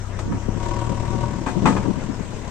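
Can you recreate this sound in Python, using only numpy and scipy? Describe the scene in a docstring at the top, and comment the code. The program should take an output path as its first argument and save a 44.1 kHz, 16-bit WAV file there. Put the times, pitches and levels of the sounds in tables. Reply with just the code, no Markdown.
"""A four-cylinder diesel speeds up and knocks under load: a backhoe loader tips mud into a trailer.
The steel bucket clanks, then bangs against its stop; clods thud and crumble into the trailer.
Engine: exhaust harmonics, gated combustion noise and drifting panel rings, all locked to the firings.
Bucket: decaying noise crash plus ringing modes. Mud: filtered random impulses.
Behind them a steady noise wash; low noise puffs are the breeze buffeting the two microphone ports."""
import sys
import numpy as np
from scipy import signal
from scipy.fft import rfft, irfft
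from scipy.io import wavfile
from scipy.ndimage import uniform_filter1d

SR = 44100
rng = np.random.default_rng(int(sys.argv[2]) if len(sys.argv) > 2 else 0)


def int16_out(signal):
    """Quantize to a 16-bit WAV file."""
    q = np.round(np.clip(np.atleast_2d(signal).T, -1, 1) * 32767)
    wavfile.write(sys.argv[1], SR, q.astype(np.int16))


N = 110250
TIME, HZ = np.arange(N) / SR, np.fft.rfftfreq(N, 1 / SR)

# wind puffs, each on one port: start_s, length_s, level_db, port (0 left, 1 right)
WIND_PUFFS = [(0.231, 0.16, -24.5, 1), (0.483, 0.013, -15, 0), (0.528, 0.073, -25.5, 0),
              (0.887, 0.048, -22, 0), (1.135, 0.049, -23.5, 0), (1.547, 0.047, -16.5, 0),
              (1.637, 0.032, -13, 0), (1.836, 0.074, -19, 0), (1.882, 0.044, -17.5, 0),
              (1.955, 0.044, -23, 0), (2.082, 0.043, -24, 0), (2.192, 0.03, -23, 0)]
# wind buffet spectrum: freq_hz, relative_db_per_hz
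BUFFET_SPECTRUM = [(40, -28), (110, -13.5), (175, 3), (300, -4.5), (9000, -95)]

# fans and distant machinery, spectrum: freq_hz, relative_db_per_hz
WASH_SPECTRUM = [(25, 4.5), (170, 1), (450, -3.5), (1100, -11), (2200, -17), (4700, -24.5), (6000, -18.5),
                 (8200, -23.5), (9200, -40), (14000, -45.5)]
WASH_DB, WASH_PATCH_DB = -35.5, 2.5

# mud landing in the trailer: time_s, level_db
MUD_LEVEL = [(0, -49.5), (1.6, -29), (1.69, -19), (1.78, -23.5), (1.88, -36.5), (2.0, -34), (2.5, -44)]
# thud spectrum: freq_hz, relative_db
THUD_SPECTRUM = [(50, -14.5), (205, 3.5), (900, -27), (8000, -43), (10000, -67)]
CLODS_PER_S, CLOD_SCATTER_DB = 450, 5

# bucket blows: start_s, level_db, t60_scale, treble_tilt_db_per_octave
BUCKET_BLOWS = [(.188, -18, 0.5, 4.5), (.32, -20, 0.9, -0.5), (1.462, -11.5, 1, 1), (1.484, -14.5, 0.54, 2),
                (1.655, -1.5, 0.78, 1), (1.667, -3.5, 1, -1), (1.722, -18, .5, 1.5),
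                (1.764, -10.5, 0.65, 0)]
# steel bucket modes, t60 before the blow's scale: freq_hz, relative_db, t60_s
BUCKET_MODES = [(187, -0.5, 0.67), (262.8, 5, 0.26), (372.2, 0.5, 0.21), (497, -3, 0.24), (716, -7.5, 0.92),
                (796, -4.5, 0.11), (881, -4, 0.38), (1092, -4.5, 0.22), (1252, -2.5, 0.21),
                (1330, -8, 0.15), (1700, -7, 0.13), (1986, -10, 0.21)]
# crash spectrum: freq_hz, relative_db_per_hz
CRASH_SPECTRUM = [(60, -16), (180, -4), (1000, -3), (1700, -11), (4500, -30), (8200, -28.5), (9200, -44.5),
                  (14000, -57)]
# crash decay before the blow's scale: freq_hz, t60_s
CRASH_DECAY = [(150, 0.23), (1000, 0.13), (8000, 0.39)]
RING_DB, CRASH_DB, BLOW_RISE_S = -19, -12, 0.003

# engine speed: time_s, firings_per_s
FIRING_RATE = [(0.0, 32.84), (0.15, 32.05), (0.35, 34.78), (0.57, 34.09), (0.75, 38.62), (1.0, 37.74),
               (1.3, 39.85), (1.5, 37.91), (1.9, 38.72), (2.2, 37.12), (2.5, 33.74)]
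# engine effort, relative levels: time_s, exhaust_db, clatter_db, knock_db
ENGINE_EFFORT = [(0, -4, -9, -28), (.3, -2, -12, -14), (.57, -1.5, -3.5, -15), (.64, -0.5, 8, -1.5),
                 (.92, 0, 3.5, -5), (1.08, -3, 3, -5), (1.24, 1, 3.5, -2.5), (1.43, -7.5, -1, -12),
                 (1.85, -3, 1.5, -7), (2.25, -11, -2, -26.5), (2.5, -11, 0, -16)]
# exhaust harmonics: multiple_of_firing_rate, relative_db
EXHAUST_ORDERS = [(1, -31.5), (2, -33.5), (3, -28), (4, -44), (5, -52), (6, -45)]
EXHAUST_LAG_FIRINGS, EXHAUST_LEFT_MINUS_RIGHT_DB = 0.513, 11
EXHAUST_ROUGH_SHARE = 0.16  # rms
# cylinders in firing order: cycle_place_firings, relative_clatter_db, relative_knock_db
CYLINDER_BURSTS = [(.03, -9, 7.5), (1.05, -8.5, -3.5), (2.02, -9, 4.5), (3.05, -6, 0.5)]
# combustion clatter spectrum: freq_hz, relative_db_per_hz
CLATTER_SPECTRUM = [(150, 4.5), (340, -10), (620, -9), (800, -25), (1000, -2), (1350, -26.5), (1900, -17.5),
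                    (4700, -26.5), (8200, -24.5), (9200, -44), (14000, -51)]
CLATTER_DB, CLATTER_SCATTER_DB = -36.5, 0.7
CLATTER_RISE_FIRINGS, CLATTER_FALL_FIRINGS = 0.22, 0.6
# engine panels rung by the knock: freq_hz, width_hz, relative_db
ENGINE_PANELS = [(342, 35, 0), (556, 31.2, -4.5), (746, 23, -9), (947, 28, 1), (1132, 51, -5.5),
                 (1490, 21.3, -13)]
KNOCK_DB, KNOCK_SCATTER_DB = -30, 1
KNOCK_RISE_FIRINGS, KNOCK_FALL_FIRINGS = 0.42, 0.6
KNOCK_DRIFT_WIDTHS, KNOCK_FLUTTER_SHARE = 0.5, 0.2  # rms
RIPPLE_DB, RIPPLE_HZ = 2, 45  # rms depth, knot spacing

# port level difference: freq_hz, left_minus_right_db
PORT_LEAN = [(60, 10.5), (1200, 8.5), (2300, 3.5), (7500, 0.5)]
# port likeness: freq_hz, correlation
PORT_LIKENESS = [(280, 0.62), (800, .82), (3000, 0.12)]
# port phase: freq_hz, left_lead_rad
PORT_LEAD = [(300, -0.5), (1400, 0.5), (5000, -2.5)]
OVERLOAD, EDGE_HZ = 1.15, 14200  # ceiling (full scale = 1), band limit


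def amp(db):
    """Amplitude ratio from dB."""
    return 10 ** (np.asarray(db) / 20)


def unit(x):
    """Scale to an rms of 1."""
    return x / np.sqrt(np.mean(x ** 2) + 1e-20)


def read(points, hz=HZ):
    """Frequency table interpolated on a log-frequency axis."""
    table_hz, value = np.transpose(points)
    return np.interp(np.log(hz + 1), np.log(table_hz + 1), value)


def curve(table, axis=1):
    """One column of a time table at every sample."""
    table = np.array(table)
    return np.interp(TIME, table[:, 0], table[:, axis])


def noise(gain):
    """Two unrelated noises of one colour."""
    white = rng.standard_normal((2, N))
    return unit(irfft(rfft(white) * gain, N))


def ripple():
    """Many small fixed resonances of a steel body, as an uneven gain over frequency."""
    knots_hz = np.arange(0, SR / 2, RIPPLE_HZ)
    knots_db = RIPPLE_DB * rng.standard_normal(len(knots_hz))
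    return amp(np.interp(HZ, knots_hz, knots_db))


def wind():
    """Short low noise puffs, each swelling and fading on a single port."""
    out = np.zeros((2, N))
    for start_s, length_s, level_db, port in WIND_PUFFS:
        swell = np.sin(np.pi * np.linspace(0, 1, round(length_s * SR)) ** 1.02)
        flutter = noise(amp(read(BUFFET_SPECTRUM)))[0, :len(swell)]
        part = out[round(port), round(start_s * SR):][:len(swell)]
        part += amp(level_db) * unit(flutter * swell)[:len(part)]
    return out


def wash():
    """Steady machine noise with patches drifting over time and frequency."""
    z = signal.stft(noise(amp(read(WASH_SPECTRUM))), nperseg=512)[2]
    patches = uniform_filter1d(rng.standard_normal(z.shape[1:]), size=9, axis=0)
    patches = unit(uniform_filter1d(patches, size=8, axis=1))
    patched = signal.istft(z * amp(WASH_PATCH_DB * patches), nperseg=512)[1][:, :N]
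    return amp(WASH_DB) * unit(patched)


def mud():
    """Clods as random impulses of either sign, dulled to thuds on the loaded trailer."""
    hits = rng.random((2, N)) < CLODS_PER_S / SR
    signs = rng.choice([-1, 1], (2, N))
    sizes = amp(CLOD_SCATTER_DB * np.minimum(rng.exponential(1, (2, N)), 3))
    thuds = irfft(rfft(hits * signs * sizes) * amp(read(THUD_SPECTRUM)), N)
    return unit(thuds) * amp(curve(MUD_LEVEL))


def treble_tilt(hz, db_per_octave):
    """Gain sloping about 1 kHz, level beyond 150 Hz and 5 kHz."""
    return amp(db_per_octave * np.log2(np.clip(hz, 150, 5000) / 1000))


def bucket():
    """Each blow is a crash of dense modes, as decaying noise, with the main modes ringing on."""
    out, t = np.zeros((2, N)), TIME[:SR // 2]
    colour = amp(read(CRASH_SPECTRUM)) * ripple()
    for start_s, level_db, t60_scale, tilt_db in BUCKET_BLOWS:
        hz, age_s, z = signal.stft(noise(colour)[:, :len(t)], SR, nperseg=256)
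        crash_t60_s = t60_scale * read(CRASH_DECAY, hz)[:, None]
        z = z * treble_tilt(hz, tilt_db)[:, None] * np.exp(-np.log(1000) * age_s / crash_t60_s)
        blow = amp(CRASH_DB) * signal.istft(z, nperseg=256)[1][:, :len(t)]
        for freq_hz, mode_db, t60_s in BUCKET_MODES:
            decay = np.exp(-np.log(1000) * t / (t60_s * t60_scale))
            tone = np.sin(2 * np.pi * (freq_hz * t + rng.random((2, 1))))
            blow += amp(RING_DB + mode_db) * treble_tilt(freq_hz, tilt_db) * decay * tone
        blow = amp(level_db) * blow * np.minimum(t / BLOW_RISE_S, 1)
        part = out[:, round(start_s * SR):][:, :len(t)]
        part += blow[:, :part.shape[1]]
    return out


def bursts(turns, rise, fall, scatter_db, axis):
    """One swell and decay per firing, its strength set by the cylinder and by chance."""
    count, env = len(CYLINDER_BURSTS), np.zeros(N)
    for k, chance in enumerate(rng.standard_normal(size=104)):
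        row = CYLINDER_BURSTS[k % count]
        start = (k // count - 1) * count + row[0]  # from one cycle early
        a, b = np.searchsorted(turns, [start, start + count])
        age = turns[a:b] - start
        shape = np.minimum(age / rise, 1) * np.exp(-np.maximum(age - rise, 0) / fall)
        env[a:b] += amp(row[axis] + scatter_db * chance) * shape
    return unit(env)


def exhaust(turns):
    """Low pulses, one per firing, with a strong third harmonic from the pipe."""
    out = np.zeros(N)
    for order, db in EXHAUST_ORDERS:
        waver = noise(1 / (1 + (HZ / 14) ** 4))[0]
        tone = np.cos(2 * np.pi * round(order) * (turns - EXHAUST_LAG_FIRINGS))
        out -= amp(db) * (1 + EXHAUST_ROUGH_SHARE * waver) * tone
    pan = amp(np.array([[1], [-1]]) * EXHAUST_LEFT_MINUS_RIGHT_DB / 2)
    return out * amp(curve(ENGINE_EFFORT, axis=1)) * pan


def clatter(turns):
    """A wide burst of combustion noise at every firing, coloured by the engine block."""
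    gate = bursts(turns, CLATTER_RISE_FIRINGS, CLATTER_FALL_FIRINGS, CLATTER_SCATTER_DB, axis=1)
    combustion = noise(amp(read(CLATTER_SPECTRUM)) * ripple())
    return combustion * gate * amp(CLATTER_DB + curve(ENGINE_EFFORT, axis=2))


def knock(turns):
    """Firings ring the panels, every other one harder; rings drift in pitch and strength."""
    rings = 0
    for freq_hz, width_hz, db in ENGINE_PANELS:
        slow = 1 / (1 + (HZ / width_hz) ** 2)
        pitch_hz = freq_hz + KNOCK_DRIFT_WIDTHS * width_hz * noise(slow)
        strength = amp(db) * (1 + KNOCK_FLUTTER_SHARE * noise(slow))
        rings = rings + strength * np.sin(2 * np.pi * np.cumsum(pitch_hz, axis=1) / SR)
    gate = bursts(turns, KNOCK_RISE_FIRINGS, KNOCK_FALL_FIRINGS, KNOCK_SCATTER_DB, axis=2)
    return unit(rings) * gate * amp(KNOCK_DB + curve(ENGINE_EFFORT, axis=3))


def ports(pair):
    """Two unrelated versions of a sound become what the left and right ports pick up."""
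    a, b = rfft(pair)
    same = np.clip(read(PORT_LIKENESS), -1, 1)
    lean = amp(read(PORT_LEAN) / 2)
    right = (same * a + np.sqrt(1 - same ** 2) * b) * np.exp(-1j * read(PORT_LEAD))
    return irfft(np.array([a * lean, right / lean]), N)


def scene():
    """Engine layers share one firing count; wind and exhaust bypass the port model."""
    turns = np.cumsum(curve(FIRING_RATE)) / SR  # firings so far
    engine = clatter(turns) + knock(turns)
    return wind() + ports(wash() + mud() + bucket() + engine) + exhaust(turns)


def record(dry):
    """Soft overload rounds the peaks, then the band limit."""
    rounded = OVERLOAD * np.tanh(dry / OVERLOAD)
    lowpass = signal.firwin(511, EDGE_HZ, window=("kaiser", 9), fs=SR)
    return signal.oaconvolve(rounded, lowpass[None], "same")


dry = scene()
out = record(dry)
int16_out(out)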